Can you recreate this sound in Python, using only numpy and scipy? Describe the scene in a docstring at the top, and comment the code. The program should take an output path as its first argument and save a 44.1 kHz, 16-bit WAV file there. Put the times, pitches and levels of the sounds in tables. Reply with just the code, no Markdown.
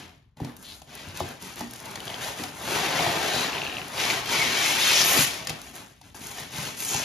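"""A hand reaches into a cardboard box on a kitchen counter: panels thump, flaps clack, paper crinkles.
From 2.6 s three tugs drag out a wad of honeycomb kraft paper, which crackles in thousands of tiny
buckles, scrapes the box floor, ticks over the lid's edge and, in the last tug, squeals by stick-slip.
Near 5.5 s creases snap, and light touches follow until 7 s. Throughout, a phone close by hears
the reflections of the box and the tiled room over a faint rumble."""
import sys
import numpy as np
from scipy import signal
from scipy.fft import rfft, irfft
from scipy.io import wavfile
from scipy.ndimage import uniform_filter1d

SR = 44100
rng = np.random.default_rng(int(sys.argv[2]) if len(sys.argv) > 2 else 0)


def transcribe(u):
    """Save the signal u as a 16-bit wav file named by the first command-line argument.

    u: samples, shape (n,) or (channels, n), limited to [-1, 1]; the rate is SR.
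    q: integer samples, one column per channel.
    """
    v = np.clip(np.atleast_2d(u).T, -1, 1)
    q = np.round(v * 32767).astype(np.int16)
    wavfile.write(sys.argv[1], SR, q)


N = 310464
SETTLE_DB_PER_S = 131.5  # the paper comes to rest once the hand lets go


def undb(db):
    """Amplitude ratio of a level: tenfold for every 20 dB."""
    return 10 ** (np.asarray(db) / 20)


def unit(x):
    """Normalisation to rms 1."""
    return x / np.sqrt(np.mean(x ** 2) + 1e-20)


def envelope(table, column):
    """Amplitude envelope from a column of timed levels, falling exponentially outside their span."""
    rows, t = np.array(table), np.arange(N) / SR
    outside_s = np.maximum(rows[0, 0] - t, 0) + np.maximum(t - rows[-1, 0], 0)
    return undb(np.interp(t, rows[:, 0], rows[:, column]) - SETTLE_DB_PER_S * outside_s)


def per_bin(table):
    """Interpolation over log frequency, giving a value at every spectral bin."""
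    hz, values = np.array(table).T
    return np.interp(np.log(np.fft.rfftfreq(N, 1 / SR) + 1), np.log(hz), values)


def colour(x, spectrum):
    """Minimum-phase filtering shapes the spectrum while clicks keep their sharp fronts; rms 1."""
    cepstrum = irfft(np.log(undb(per_bin(spectrum))), N)
    response = np.exp(rfft(2 * cepstrum[:N // 2], N))
    return unit(irfft(rfft(x) * response, N))


def fade(t, t60):
    """Exponential decay by 60 dB in t60."""
    return np.exp(-np.log(1000) * t / t60)


def wander(rate):
    """Random modulation of rms 1, gliding to a new value `rate` times a second."""
    hold = max(int(SR / rate), 2)
    steps = np.repeat(rng.standard_normal(N // hold + 1), hold)
    return unit(uniform_filter1d(steps, hold)[:N])


def add(track, start, sound):
    """Superposition of a sound on the track at a time in s."""
    i = max(int(start * SR), 0)
    track[i:i + len(sound)] += sound[:len(track[i:])]


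def clicks(rate, spread_db):
    """Poisson impulses, many small and a few large, with the same power at any rate."""
    size = undb(spread_db * np.minimum(rng.exponential(size=N), 4))
    return (rng.random(N) < rate / SR) * size * rng.choice([-1, 1], N) / np.sqrt(rate)


def ring(x, hz, q):
    """Response of a damped resonator driven by x."""
    return signal.lfilter(*signal.iirpeak(hz, q, fs=SR), x)


def room_rumble(level_db=-58.5):
    """Stationary noise, strongest in the bass: the kitchen at rest."""
    # (frequency [Hz], relative spectral density [dB])
    spectrum = [(25, -10), (60, 7), (140, 4.5), (300, -43), (1000, -27), (12000, -62)]
    return undb(level_db) * colour(rng.standard_normal(N), spectrum)


def reflections(x, t60, delay_s, top_hz, spot_count):
    """Diffuse reverberation, uncorrelated at the two ports, varies as sound comes from spot after spot."""
    t = np.arange(int(SR * t60)) / SR
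    x = signal.sosfilt(signal.butter(2, [300, top_hz], "band", fs=SR, output="sos"), x)
    spots = np.array([wander(35) for _ in range(spot_count)])
    out = 0
    for share in spots / np.linalg.norm(spots, axis=0):
        tails = rng.standard_normal((2, SR))[:, :len(t)] * fade(t, t60) * (t > delay_s)
        tails /= np.linalg.norm(tails, axis=1, keepdims=True)
        out = out + signal.oaconvolve((share * x)[None], tails, axes=1)[:, :N]
    return out


def knocks(reach_octaves=0.36, contact_s=0.0014):
    """Modal vibration: a blow excites most the modes of the box near the pitch of the struck spot."""
    # blows on the box: (time [s], peak level [dB], pitch of the spot [Hz])
    blows = [(0.401, -29.5, 720), (0.405, -29.5, 290), (0.417, -21.5, 127), (0.4462, -29.5, 273),
             (1.074, -33, 89), (1.2044, -15, 860), (1.21, -29, 404), (1.212, -26.5, 99),
             (1.611, -28.5, 241), (2.397, -30, 273), (2.995, -17.5, 615), (3.007, -26, 160),
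             (3.065, -16, 696), (3.072, -27, 128), (5.173, -21.5, 286), (5.188, -20.5, 148),
             (5.503, -29.5, 148), (6.0135, -51, 960), (6.144, -45, 960), (6.213, -37, 190),
             (6.585, -27.5, 149), (6.949, -26.5, 131)]
    # modes of the box: (frequency [Hz], relative level [dB], t60 [s])
    modes = [(91, -0.5, 0.24), (129.3, -0.5, 0.28), (151.6, 4.5, 0.18), (199, 2, 0.14), (249.5, 3.5, 0.3),
             (286, 5, 0.18), (361.6, 4, 0.19), (442, -2, 0.22), (665, -3, 0.02), (750, 5.5, 0.031),
             (832, 9.5, 0.022), (943, 5.5, 0.019), (1116, 1, 0.032)]
    out, t = np.zeros(N), np.arange(SR // 2) / SR
    hz, mode_db, t60 = np.array(modes).T[:, :, None]
    onset = 1 - np.exp(-(t / contact_s) ** 2)
    for start, db, spot_hz in blows:
        weight = undb(mode_db) / (1 + (np.log2(hz / spot_hz) / reach_octaves) ** 2)
        loaded_hz = hz * (1 + 0.027 * rng.standard_normal(hz.shape))  # the hands' load varies
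        thump = onset * (weight * fade(t, t60) * np.sin(2 * np.pi * loaded_hz * t)).sum(0)
        add(out, start, undb(db) * thump / np.abs(thump).max())
    return out


def snaps(burst_s=0.006, panel_hz=820, panel_db=-2.5):
    """Impulsive excitation: a crease gives way in a broad burst, and the panel resonates with a clack."""
    # creases and flaps: (time [s], peak of the crack [dB], offset to panel_db [dB])
    creases = [(0.37, -45, 0), (.402, -41, 0), (0.4467, -33, 1.5), (.8175, -38, 4), (1.202, -28, -5),
               (1.607, -27.5, 3), (1.956, -27, -3.5), (2.436, -23.5, -6), (2.995, -30.5, 4),
               (3.064, -23, 1), (5.471, -18.5, -34), (5.4945, -18.5, -21), (5.5012, -24, -4.5),
               (6.013, -41.5, 0), (6.1444, -40.5, 2), (6.945, -21.5, 2)]
    out, t = np.zeros(N), np.arange(SR // 50) / SR
    band = signal.butter(1, [1500, 6500], "band", fs=SR, output="sos")
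    for start, db, offset_db in creases:
        burst = rng.choice([-1, 1], len(t)) * np.exp(-(t / burst_s) ** 2)
        crack = signal.sosfilt(band, burst)
        clack = ring(ring(burst, panel_hz, q=5.1), panel_hz, q=1)
        snap = crack / np.abs(crack).max() + undb(panel_db + offset_db) * clack / np.abs(clack).max()
        add(out, start, undb(db) * snap)
    return out


def cardboard(buckles, drag, coupling=0.52, rumble_db=-22.5, rumble_exponent=0.58):
    """Forced vibration: dense slips and buckles sound through the panels; sparser bumps shake the box."""
    # panel response to slips: (frequency [Hz], relative gain [dB])
    scrape_spectrum = [(100, -62.5), (270, -5.5), (370, 1), (500, -2.5), (690, 0), (840, -0.1), (1050, -3),
                       (1300, -5), (1650, -5), (2000, -8), (3000, -22)]
    # whole-box response to bumps: (frequency [Hz], relative gain [dB])
    rumble_spectrum = [(25, -51), (38, -42), (55, -10.5), (90, -6.5), (140, 0.5), (200, -2.5), (260, -2.5),
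                       (420, -18), (900, -45)]
    slips = unit(clicks(rate=1800, spread_db=3.5)) + coupling * buckles
    bumps = clicks(rate=400, spread_db=2.0)
    scrape = colour(slips, scrape_spectrum) * drag
    rumble = colour(bumps, rumble_spectrum) * undb(rumble_db) * drag ** rumble_exponent
    return scrape + rumble


def rasps(edge_s=0.031):
    """Gliding resonance: a hand sliding on cardboard, the box's hollow ring, paper scraping."""
    # gliding rasps: (start [s], end [s], first pitch [Hz], last pitch [Hz], level [dB], Q [-])
    glides = [(0.627, 0.765, 3500, 4200, -46.5, 1.8), (2.687, 3.4, 767, 720, -42, 6),
              (3.275, 3.465, 3900, 4000, -36.5, 6.7), (3.532, 3.622, 700, 775, -41, 6),
              (3.963, 4.146, 2360, 2330, -37, 5.6), (4.786, 5.02, 3420, 3500, -27.5, 0.86),
              (4.929, 5.06, 5500, 5150, -24.5, 2.6), (5.016, 5.27, 12400, 11600, -29.5, 3.7),
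              (6.851, 7.027, 7040, 6100, -33.5, 4.3)]
    out, impulses = np.zeros(N), clicks(rate=800, spread_db=2.0)
    for start, end, first_hz, last_hz, db, q in glides:
        push = impulses[int(start * SR):int(end * SR)]
        t = np.arange(len(push)) / SR
        carrier = np.exp(2j * np.pi * np.cumsum(np.linspace(first_hz, last_hz, len(t))) / SR)
        pole = [1, -np.exp(-np.pi * first_hz / q / SR)]
        # shifting down, low-passing and shifting back makes the resonance follow the carrier
        baseband = signal.lfilter([1], np.convolve(pole, pole), push / carrier)
        swell = np.clip(np.minimum(t, t[-1] - t) / edge_s, 0, 1)
        add(out, start, undb(db) * swell * unit((carrier * baseband).real))
    return out


def squeals(jitter=0.032, flutter_db=3.3, edge_s=0.009):
    """Stick-slip oscillation: taut paper gripping the cardboard gives a rough, unsteady tone."""
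    # fits of squealing: (start [s], length [s], first pitch [Hz], last pitch [Hz], level [dB])
    fits = [(4.32, 0.057, 2290, 2220, -31), (4.383, 0.059, 2230, 2090, -29), (4.458, .036, 2140, 2220, -31),
            (4.51, .122, 2280, 2274, -34.5), (4.642, 0.065, 2200, 2190, -33)]
    out = np.zeros(N)
    waver = 1 + jitter * wander(520)
    flutter = undb(flutter_db * wander(160))
    for start, length, first_hz, last_hz, db in fits:
        span = slice(int(start * SR), int((start + length) * SR))
        t = np.arange(len(waver[span])) / SR
        hz = np.linspace(first_hz, last_hz, len(t)) * waver[span]
        tone = flutter[span] * np.sin(2 * np.pi * np.cumsum(hz) / SR)
        swell = np.clip(np.minimum(t, t[-1] - t) / edge_s, 0, 1)
        add(out, start, undb(db) * swell * unit(tone))
    return out


def ticks(low_rise_s=0.00093, high_rise_s=0.00052, overtone_ratio=1.44, overtone_db=-7.0):
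    """Free vibration: a released cell rings in two modes for milliseconds; the upper one dies first."""
    # cells ratcheting over an edge, lower mode: (time [s], level [dB], frequency [Hz])
    releases = [(2.0033, -27.5, 3080), (2.079, -26, 3250), (2.1002, -27, 3070), (2.1422, -25, 3200),
                (3.5305, -21, 2700), (3.55, -26, 2860), (3.56, -24, 2820), (3.5678, -23, 2610),
                (3.5813, -21, 2620), (3.6175, -18.5, 2700), (3.634, -26, 2560), (3.65, -24.5, 2500),
                (3.666, -22, 2730), (3.6736, -25, 2690), (3.687, -26, 2630), (3.697, -26, 2600),
                (3.717, -28, 2800), (3.726, -24.5, 2670), (3.742, -27, 2600), (3.7683, -21, 2720),
                (3.7825, -23.5, 2600), (3.816, -27, 2720), (4.001, -17.5, 2340), (4.1013, -14, 2360)]
    out, t = np.zeros(N), np.arange(SR // 50) / SR
    low_swell, high_swell = ((t / rise * np.exp(1 - t / rise)) ** 2 for rise in (low_rise_s, high_rise_s))
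    for start, db, hz in releases:
        low = low_swell * np.sin(2 * np.pi * hz * t)
        high = high_swell * np.sin(2 * np.pi * overtone_ratio * hz * t)
        add(out, start, undb(db) * (low + undb(overtone_db) * high))
    return out


def crinkles(burst_s=0.0022, centre_hz=8400, scatter_octaves=0.2, gain_db=-1.0):
    """Buckling of single strips: each kink is a short, bright, heavily damped crack at its own pitch."""
    # strips kinking under the fingers: (time [s], relative peak level [dB])
    kinks = [(0.5665, -33), (0.572, -40), (0.627, -34), (0.952, -28), (1.0105, -40), (1.0864, -35),
             (1.1735, -22.5), (1.2, -24), (1.2888, -30), (1.4245, -27), (1.5583, -29), (1.594, -26),
             (1.71, -29), (1.7357, -26), (1.76, -27.5), (1.8015, -27), (1.856, -28), (1.9125, -31),
             (2.0042, -29), (2.054, -26), (3.8817, -28.5), (4.2587, -25), (5.4506, -29), (5.6165, -28),
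             (5.755, -30), (5.7628, -29), (6.269, -23.5), (6.3747, -26), (6.3997, -27), (6.5834, -27),
             (6.803, -18), (6.849, -17), (6.8905, -15), (6.9895, -20)]
    out, t = np.zeros(N), np.arange(SR // 100) / SR
    for start, db in kinks:
        hz = centre_hz * 2 ** (scatter_octaves * rng.standard_normal())
        burst = rng.choice([-1, 1], len(t)) * np.exp(-t / burst_s)
        crack = ring(burst, hz, q=1)
        add(out, start, undb(db + gain_db) * crack / np.abs(crack).max())
    return out


def handling(attack_share=0.38):
    """Envelopes of crackle, scrape and treble: incoherent touches add in power to the strongest tug."""
    # three tugs, a table of relative levels each: (time [s], crackle [dB], scrape [dB], treble [dB])
    tugs = [
        [(2.58, -47, -43, -50.5), (2.736, -29.5, -30, -39), (2.936, -32, -32.5, -46), (2.992, -28, -28.5, -43),
         (3.184, -32, -32, -46), (3.422, -29.5, -33, -38), (3.51, -36, -36.5, -54), (3.82, -43, -41.5, -53.5),
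         (3.89, -46, -47, -55)],
        [(3.89, -49, -43, -55), (4.004, -27.5, -33.5, -40.5), (4.124, -28, -33, -38.5),
         (4.236, -40, -40.5, -52)],
        [(4.24, -38, -41, -54), (4.324, -26.5, -31.5, -37), (4.548, -27.5, -34, -40.5),
         (4.664, -25, -34.5, -32), (4.764, -27.5, -36, -36.5), (4.876, -24, -34, -31), (5.146, -25, -31, -30),
         (5.17, -21, -26, -27.5), (5.228, -23.5, -36, -25), (5.264, -31.5, -40.5, -33.5),
         (5.42, -42, -45, -52.5)],
    ]
    # light touches, plus a faint background hiss just before 6 s:
    # (start [s], length [s], crackle [dB], scrape [dB], treble [dB])
    touches = [(0.0, 0.0026, -45.5, -46, -59), (0.361, 0.14, -56, -49, -67),
               (0.56, 0.19, -60, -55.5, -53.5), (0.85, 0.25, -46.5, -48.5, -58),
               (1.128, 0.09, -43, -45.5, -51), (1.228, 0.08, -47, -45, -56),
               (1.391, 0.11, -44.5, -47.5, -49.5), (1.559, 0.052, -43, -43.5, -49.5),
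               (1.675, 0.12, -51, -52, -53.5), (1.777, 0.2, -47, -44, -55), (1.976, 0.23, -43, -41.5, -52),
               (2.201, 0.076, -36, -37.5, -42), (2.347, 0.094, -41, -40.5, -46),
               (5.478, 0.017, -40, -39, -51), (5.55, 0.15, -50, -53, -53.5),
               (5.727, 0.071, -48, -47.5, -51.5), (5.85, 0.13, -65.5, -80, -71),
               (6.009, 0.085, -58, -60.5, -64), (6.143, 0.02, -50.5, -49, -49.5),
               (6.187, 0.13, -45, -48.5, -46), (6.338, 0.085, -41, -44.5, -48.5),
               (6.49, 0.19, -37.5, -42, -42.5), (6.748, 0.17, -39, -46, -35.5),
               (6.857, 0.19, -33.5, -39, -39.5)]
    t = np.arange(N) / SR
    power = np.max([[envelope(tug, column) for column in (1, 2, 3)] for tug in tugs], axis=0) ** 2
    for start, length, *levels_db in touches:
        press = np.clip((t - start) / (attack_share * length), 0, 1)
        settle = undb(-SETTLE_DB_PER_S * np.clip(t - start - length, 0, 1))
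        power = power + np.outer(undb(levels_db), press * settle) ** 2
    return np.sqrt(power)


def buckling(effort, cracks_per_effort=4600, cells_per_effort=220, cell_db=-5.5, clump_db=0.94):
    """Acoustic emission: fibres crack broadly and buckling cells ring, both in little avalanches."""
    pitches_hz = np.geomspace(1000, 15000, 18)
    cells = sum(ring(clicks(effort * cells_per_effort, spread_db=1.5), hz, q=7) for hz in pitches_hz)
    cracks = clicks(effort * cracks_per_effort, spread_db=0.5)
    avalanches = undb(clump_db * wander(170))
    return (unit(cracks) + undb(cell_db) * unit(cells)) * avalanches


def paper(buckles, crumple, treble, body_db=-1.17, treble_db=1.5):
    """Radiation: the paper gives off its buckles as crackle, body and treble each with its envelope."""
    # body of the crackle: (frequency [Hz], relative gain [dB])
    body_spectrum = [(150, -57), (800, -2.5), (1250, -4), (2200, 3.5), (3200, 3), (4600, 0), (6700, -4.5),
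                     (8000, -15.5), (11000, -63)]
    # bright treble hiss: (frequency [Hz], relative gain [dB])
    treble_spectrum = [(3000, -33.5), (6500, 1), (8200, -3), (10000, -0.5), (12000, -5), (13500, -5),
                       (15500, -24)]
    body = undb(body_db) * crumple * colour(buckles, body_spectrum)
    hiss = undb(treble_db) * treble * colour(buckles, treble_spectrum)
    return body + hiss


def microphone_ports(air):
    """Two-point reception: the phone's two ports differ in level and phase, depending on frequency."""
    # (frequency [Hz], left minus right level [dB])
    balance = [(60, 5.5), (130, 0), (700, 2.5), (1400, 2), (2800, 3.5), (5500, 4.5), (7700, 0.5)]
    # (frequency [Hz], phase lead of the left port [rad])
    lead = [(700, 0), (1400, -.3), (2800, .6), (5500, .1), (7000, -1.4), (7800, -2.7), (8300, -3.15),
            (9000, -4), (10700, -6), (12400, -6.4), (14000, -9.3)]
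    sides = np.array([[0.5], [-0.5]])
    response = undb(sides * per_bin(balance)) * np.exp(1j * sides * per_bin(lead))
    return irfft(rfft(air) * response, N)


def scene(crowding=0.4, box_db=-4.5, kitchen_db=-3.5, rim_echo_db=-6):
    """Superposition of direct sound, reflections off the box walls and tiles, and the room's rumble."""
    crumple, drag, treble = handling()
    # sparse grains under a light touch, a dense crunch under a hard pull
    buckles = buckling(effort=unit(np.hypot(crumple, treble)) ** crowding)
    inside = paper(buckles, crumple, treble) + cardboard(buckles, drag) + rasps() + snaps()
    # sounds at the open rim and from the outer panels reach the phone with less echo
    rim = ticks() + crinkles() + squeals() + knocks()
    into_box = inside + undb(rim_echo_db) * rim
    into_kitchen = inside + undb(rim_echo_db / 2) * rim
    box = reflections(into_box, t60=0.035, delay_s=0.0005, top_hz=5000, spot_count=6)
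    kitchen = reflections(into_kitchen, t60=0.41, delay_s=0.0066, top_hz=4540, spot_count=3)
    air = inside + rim + undb(box_db) * box + undb(kitchen_db) * kitchen + room_rumble()
    return microphone_ports(air)


def record(dry):
    """Band limiting: the phone cuts the bass below 38 Hz and the treble above 15850 Hz."""
    high_pass = signal.butter(4, 38, "high", fs=SR, output="sos")
    low_pass = signal.ellip(10, 0.2, 80, 15850, fs=SR, output="sos")
    return signal.sosfilt(low_pass, signal.sosfilt(high_pass, dry))


dry = scene()
out = record(dry)
transcribe(out)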